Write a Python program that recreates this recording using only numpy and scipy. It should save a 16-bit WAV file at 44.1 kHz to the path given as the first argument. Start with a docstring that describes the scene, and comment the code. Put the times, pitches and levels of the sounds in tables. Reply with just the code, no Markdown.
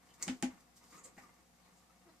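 """An empty plastic bottle, held in a cockatoo's beak a few metres away in a quiet carpeted room.
Its thin wall buckles with bright snaps, then it is knocked twice on the floor: a carpet thud, a clack
and a hollow ring from the wall and the air inside. It is dragged, rustling in tiny slips and
squeaking faintly, and tapped once more. A bed of mains hum and hiss lies underneath."""
import sys
import numpy as np
from scipy import signal
from scipy.fft import rfft, irfft, next_fast_len
from scipy.io import wavfile
from scipy.ndimage import uniform_filter1d, map_coordinates

SR = 44100
rng = np.random.default_rng(int(sys.argv[2]) if len(sys.argv) > 2 else 0)


def dump(signal):
    """Clip the signal to [-1, 1] and save it as 16-bit WAV at the path in sys.argv[1]."""
    limited = np.clip(np.atleast_2d(signal).T, -1, 1)
    pcm = np.round(limited * 32767).astype(np.int16)
    wavfile.write(sys.argv[1], SR, pcm)


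N = 97020

# mains hum partials: (frequency [Hz], level [dB])
HUM_PARTIALS = [(59.8, -80), (120, -88.5), (179, -79), (240, -81.5), (539, -86.5), (720, -86.5),
                (1190, -90)]
# tone of the hiss: (frequency [Hz], gain [dB])
HISS_EQ = [(25, -14), (45, -11), (63, -14), (85, -4.5), (130, -1), (250, 0.5), (400, -9.5), (520, -1),
           (600, -13), (720, 2.5), (1000, -12.5), (1200, -8), (3100, -13.5), (7200, -14), (14500, -20.5)]
# stereo width of hiss and reverb: (frequency [Hz], left-right correlation [0-1])
STEREO_CORRELATION = [(60, 0.42), (250, 0.54), (600, 0.58), (1200, 0.083), (4000, 0.024)]
# reverb decay: (frequency [Hz], T60 [s])
REVERB_DECAY = [(200, 0.31), (1000, 0.21), (3000, 0.17), (7000, 0.18), (14000, 0.092)]
# pan of the direct sound: (frequency [Hz], left over right [dB])
DIRECT_PAN = [(250, 2), (800, 5), (1500, 6.5), (2500, 1), (5000, 11), (8500, -10), (13000, 2.5)]

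# fader rides for the drag's scrape and its treble crinkle: (time [s], level [dB])
SCRAPE_ENVELOPE = [(0, -73), (.1, -70), (.17, -71.5), (.215, -58.5), (.26, -57.5), (.38, -72.5), (.52, -64),
                   (.59, -71.5), (.7, -76.5), (.8, -73), (.84, -70), (.91, -64.5), (.945, -60),
                   (1.02, -70.5), (1.06, -63), (1.14, -78.5), (1.24, -62), (1.32, -76), (1.37, -70.5),
                   (1.45, -81), (1.67, -71), (1.8, -76.5), (2.2, -75.5)]
CRINKLE_ENVELOPE = [(0, -78), (.1, -70), (.18, -76), (.22, -54.5), (.27, -58.5), (.38, -71.5), (.72, -79),
                    (.77, -63), (.8, -72), (.885, -65), (.905, -63.5), (.985, -62), (1.034, -82),
                    (1.042, -53), (1.062, -58.5), (1.1, -84), (1.16, -70), (1.18, -64.5), (1.25, -77.5),
                    (1.75, -77), (1.78, -72), (1.83, -80), (2.2, -78)]
# tone of the scrape and the crinkle: (frequency [Hz], gain [dB])
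SCRAPE_EQ = [(100, -7), (250, 2), (480, -6), (900, -4), (1250, 0.5), (1550, -9.5), (2100, -3.5),
             (3200, -18), (8000, -22)]
CRINKLE_EQ = [(800, -59), (3300, -9), (4900, -3), (6000, -2), (7700, -1.5), (9500, -9.5), (14500, -7.5)]
# brief rubs: (midpoint [s], length [s], band centre [Hz], level [dB])
SCUFF_CUES = [(0.105, 0.059, 2980, -73), (0.979, 0.04, 473, -71.5), (0.987, 0.034, 7000, -61),
              (1.055, 0.038, 485, -63), (1.047, 0.025, 7600, -52.5), (1.183, 0.027, 1910, -58),
              (1.654, 0.1, 4100, -77.5), (1.78, 0.035, 7100, -73), (2.095, 0.027, 4320, -72.5)]
# faint squeaks: (time [s], length [s], start pitch [Hz], end pitch [Hz], level [dB],
# overtone slope [dB/octave], roughness [0-1])
SQUEAK_CUES = [(0.927, 0.067, 1161, 1294, -59, -15.5, 0.29), (1.231, 0.029, 1227, 1177, -59, -35, 0.33),
               (1.896, 0.018, 1296, 1314, -67, -15, 0.65), (2.053, 0.058, 357, 335, -62.5, -10, 0.21),
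               (2.084, .022, 330, 313, -59.5, -7, 0.1)]

# snaps of the thin wall, the third row being an early echo of the first snap off a nearby surface: (time [s],
# level [dB], spectral peak [Hz], high cut [Hz])
SNAP_CUES = [(.2253, -28.5, 6530, 13900), (.2264, -28.5, 6730, 13200), (.2308, -30, 6250, 11900),
             (0.2792, -35.5, 7400, 9800), (0.4254, -29.5, 6840, 12400), (1.041, -54, 7500, 13900)]
# floor knocks: (time [s], air ring [dB], clack [dB], wall ring [dB], high cut [Hz], wall pitch [ratio])
KNOCK_CUES = [(0.281, -28, -29.5, -38.5, 9160, 1), (0.4263, -25, -30, -31, 11300, 1),
              (1.1787, -57.5, -46, -47.5, 2530, 0.98)]
# soft pushes into the carpet: (time [s], level [dB])
THUD_CUES = [(.270, -37.5), (.281, -30), (0.4274, -27), (1.169, -52.5)]
# tone of a snap and of a knock's clack: (frequency [Hz], gain [dB])
SNAP_EQ = [(200, -43), (1000, -29), (2200, -13), (3300, -31), (4500, -11.5), (5300, -11), (6500, 0),
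           (8000, -5.5), (9800, -14.5), (14500, -21)]
CLACK_EQ = [(120, -4), (400, -0.5), (1000, -6.5), (1500, -2), (2100, 1.5), (3000, 0), (3900, -7),
            (4700, -6.5), (6600, -6.5), (8500, -14), (11000, -16), (14500, -4)]
# resonances of the air inside, the wall, the carpet thud and the ring after a snap:
# (frequency [Hz], level [dB], T60 [s], attack [s])
AIR_RING = [(255.7, 8, 0.15, 0.016), (538.5, -22.5, 0.18, 0.01)]
WALL_RING = [(812.3, -2, 0.096, 0.0023), (671, -7, .06, 0.0019), (1518, -17.5, 0.15, 0.0021),
             (1911, -12, 0.033, 0.00044), (2058, -12.5, 0.041, 0.00045), (2330, -12.5, 0.035, 0.00031)]
THUD_RING = [(195.8, -10, 0.15, 0.0046), (215.3, 1, 0.077, 0.0039), (318.6, -2.5, 0.071, .002)]
SNAP_RING = [(2160, -8, .07, 0.00078)]


def amp(db):
    """Decibels to gain."""
    return 10 ** (np.asarray(db) / 20)


def unit(x):
    """Normalise to rms 1."""
    return x / np.sqrt(np.mean(x ** 2) + 1e-20)


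def along(points, hz):
    """Read a curve of (frequency [Hz], value) points on a log axis."""
    freqs, values = np.transpose(points)
    return np.interp(np.log(hz + 1), np.log(freqs + 1), values)


def clock(start=0):
    """Seconds since start, zero before it."""
    return np.maximum(np.arange(N) / SR - start, 0)


def wobble(rate):
    """A smooth random LFO with rate points a second."""
    return map_coordinates(rng.standard_normal(int(N * rate / SR) + 4), [clock() * rate])


def filtered(x, response):
    """Filter x by a complex frequency response."""
    n = x.shape[-1]
    padded = next_fast_len(n + 4096)
    return irfft(rfft(x, padded) * response(np.fft.rfftfreq(padded, 1 / SR)), padded)[..., :n]


def dulled(x, top_hz):
    """A steep high cut that sets how bright each snap or clack sounds."""
    return signal.sosfilt(signal.butter(6, min(top_hz, .45 * SR), fs=SR, output="sos"), x)


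def add(track, start, sound):
    """Drop a one-shot onto the track at start seconds."""
    part = track[..., max(round(start * SR), 0):][..., :sound.shape[-1]]
    part += sound[..., :part.shape[-1]]


def burst(eq, t60, pitch=1, size=8192):
    """A noise transient, flattened and then shaped by an EQ curve; t60 is in seconds."""
    fade = 10 ** (-3 * np.arange(size) / SR / t60)
    noise = rfft(fade * rng.standard_normal(size))
    ripple = np.sqrt(np.abs(uniform_filter1d(np.abs(noise) ** 2, size=24)) + 1e-12)
    colour = amp(along(eq, np.fft.rfftfreq(size, 1 / SR) / pitch))
    # minimum phase keeps the attack sharp
    cepstrum = irfft(np.log(colour / ripple))
    cepstrum[1:size // 2] *= 2
    cepstrum[size // 2 + 1:] = 0
    hit = irfft(noise * np.exp(rfft(cepstrum)))
    return hit * np.linalg.norm(fade) / np.linalg.norm(hit)


def ring(modes):
    """Struck resonances: damped sines with a soft attack."""
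    t = np.arange(SR // 2) / SR
    return sum(amp(db - 60 * t / t60) * (1 - np.exp(-t / attack)) ** 2 * np.sin(2 * np.pi * hz * t)
               for hz, db, t60, attack in modes)


def diffuse(pair):
    """Blend two unrelated noises into a field, narrower in the bass and wide on top."""
    def mid_side_gains(hz):
        angle = np.arccos(np.clip(along(STEREO_CORRELATION, hz), -1, 1)) / 2
        return np.array([np.cos(angle), np.sin(angle)])
    mid, side = filtered(pair, mid_side_gains)
    return np.array([mid + side, mid - side])


def in_room(x, wet_db, left_lag_s=.000035):
    """Direct sound, mostly louder left but a hair earlier right, plus a fresh short reverb tail."""
    x = np.pad(x, (0, SR // 4))
    hz, t, noise = signal.stft(rng.standard_normal((2, SR // 3)), SR, nperseg=256)
    decay = amp(-60 * t / along(REVERB_DECAY, hz)[:, None])
    tail = diffuse(signal.istft(noise * decay, SR, nperseg=256)[1])
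    tail *= 1 - np.exp(-np.arange(tail.shape[1]) / SR / 0.0015)  # quick fade-in
    wet = signal.fftconvolve(x[None], tail / np.linalg.norm(tail[0]), axes=1)[:, :len(x)]
    sides = np.array([[.5], [-.5]])
    delay = sides * left_lag_s
    direct = filtered(x, lambda f: amp(sides * along(DIRECT_PAN, f)) * np.exp(-2j * np.pi * f * delay))
    return direct + amp(wet_db) * wet


def room_tone(hiss_db=-70, left_lead_s=.0002):
    """The bed: slightly unsteady mains hum from the left, over soft hiss."""
    t = clock() + left_lead_s * np.array([[1], [0]])
    hum = np.zeros((2, N))
    for hz, db in HUM_PARTIALS:
        level = amp(db) * np.sqrt(2) * (1 + 0.047 * wobble(4.4))
        hum += level * np.sin(2 * np.pi * hz * t + .2 * wobble(5.3))
    hiss = unit(filtered(diffuse(rng.standard_normal((2, N))), lambda hz: amp(along(HISS_EQ, hz))))
    return (hum + amp(hiss_db) * hiss) * amp([[.7], [-.7]])


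def rustle(envelope, eq, slips_per_s=1500, flutter_db=3):
    """Dragged plastic moves in dense tiny slips: a granular texture under a fader ride."""
    slips = (rng.random(N) < slips_per_s / SR) * rng.standard_normal(N)
    slips *= amp(flutter_db * wobble(120))
    grains = unit(filtered(slips, lambda hz: amp(along(eq, hz))))
    return grains * amp(np.interp(clock(), *np.transpose(envelope)))


def scuffs(half_width_octaves=0.19):
    """Brief rubs of the bottle, each a band of noise that swells and fades."""
    out = np.zeros(N)
    for middle, length, hz, db in SCUFF_CUES:
        noise = rng.standard_normal(N)
        band = filtered(noise, lambda f: 1 / (1 + (np.log2((f + 1) / hz) / half_width_octaves) ** 2))
        swell = np.sin(np.pi * np.clip(clock(middle - length / 2) / length, 0, 1))
        out += amp(db) * unit(band) * swell
    return out


def squeaks():
    """The dragged bottle squeaks: short glides, roughened by jitter in pitch and level."""
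    out = np.zeros(N)
    for start, length, start_hz, end_hz, db, slope_db, rough in SQUEAK_CUES:
        progress = np.clip(clock(start) / length, 0, 1)
        hz = (start_hz + (end_hz - start_hz) * progress) * (1 + 0.0588 * rough * wobble(400))
        phase = 2 * np.pi * np.cumsum(hz) / SR
        tone = sum(amp(slope_db * np.log2(k)) * np.sin(k * phase) for k in range(1, 7))
        swell = np.sqrt(np.abs(np.sin(np.pi * progress)))
        out += amp(db) * swell * tone * (1 + 0.69 * rough * wobble(200))
    return out


def snaps(eq_peak_hz=6500):
    """The thin wall buckles with short bright cracks that leave a brief ring."""
    out = np.zeros((2, N))
    for start, db, peak_hz, top_hz in SNAP_CUES:
        crack = dulled(burst(SNAP_EQ, t60=0.0089, pitch=peak_hz / eq_peak_hz), top_hz)
        add(out, start, amp(db) * in_room(crack, wet_db=-4.5))
        add(out, start, amp(db - 10.5) * in_room(ring(SNAP_RING), wet_db=-9.5))
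    return out


def knocks():
    """The bottle hits the floor: ringing air and wall for body, clack for attack, thud for weight."""
    out = np.zeros((2, N))
    for start, air_db, clack_db, wall_db, top_hz, pitch in KNOCK_CUES:
        wall = ring([(hz * pitch, db, t60, attack) for hz, db, t60, attack in WALL_RING])
        add(out, start, amp(air_db) * in_room(ring(AIR_RING), wet_db=-23.5))
        add(out, start, amp(wall_db) * in_room(wall, wet_db=-9))
        clack = dulled(burst(CLACK_EQ, t60=0.0083), top_hz)
        add(out, start, amp(clack_db) * in_room(clack, wet_db=4.5))
    for start, db in THUD_CUES:
        add(out, start, amp(db) * in_room(ring(THUD_RING), wet_db=-14))
    return out


def scene():
    """The mix: knocks and snaps up front, the drag behind them, room tone underneath."""
    drag = rustle(SCRAPE_ENVELOPE, SCRAPE_EQ) + rustle(CRINKLE_ENVELOPE, CRINKLE_EQ) + scuffs()
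    handling = in_room(amp(-3.5) * drag, wet_db=1) + in_room(squeaks(), wet_db=-9.5)
    return knocks() + snaps() + handling[:, :N] + room_tone()


def record(dry):
    """A brick-wall high cut on the master."""
    return filtered(dry, lambda hz: hz < 14650)


dry = scene()
out = record(dry)
dump(out)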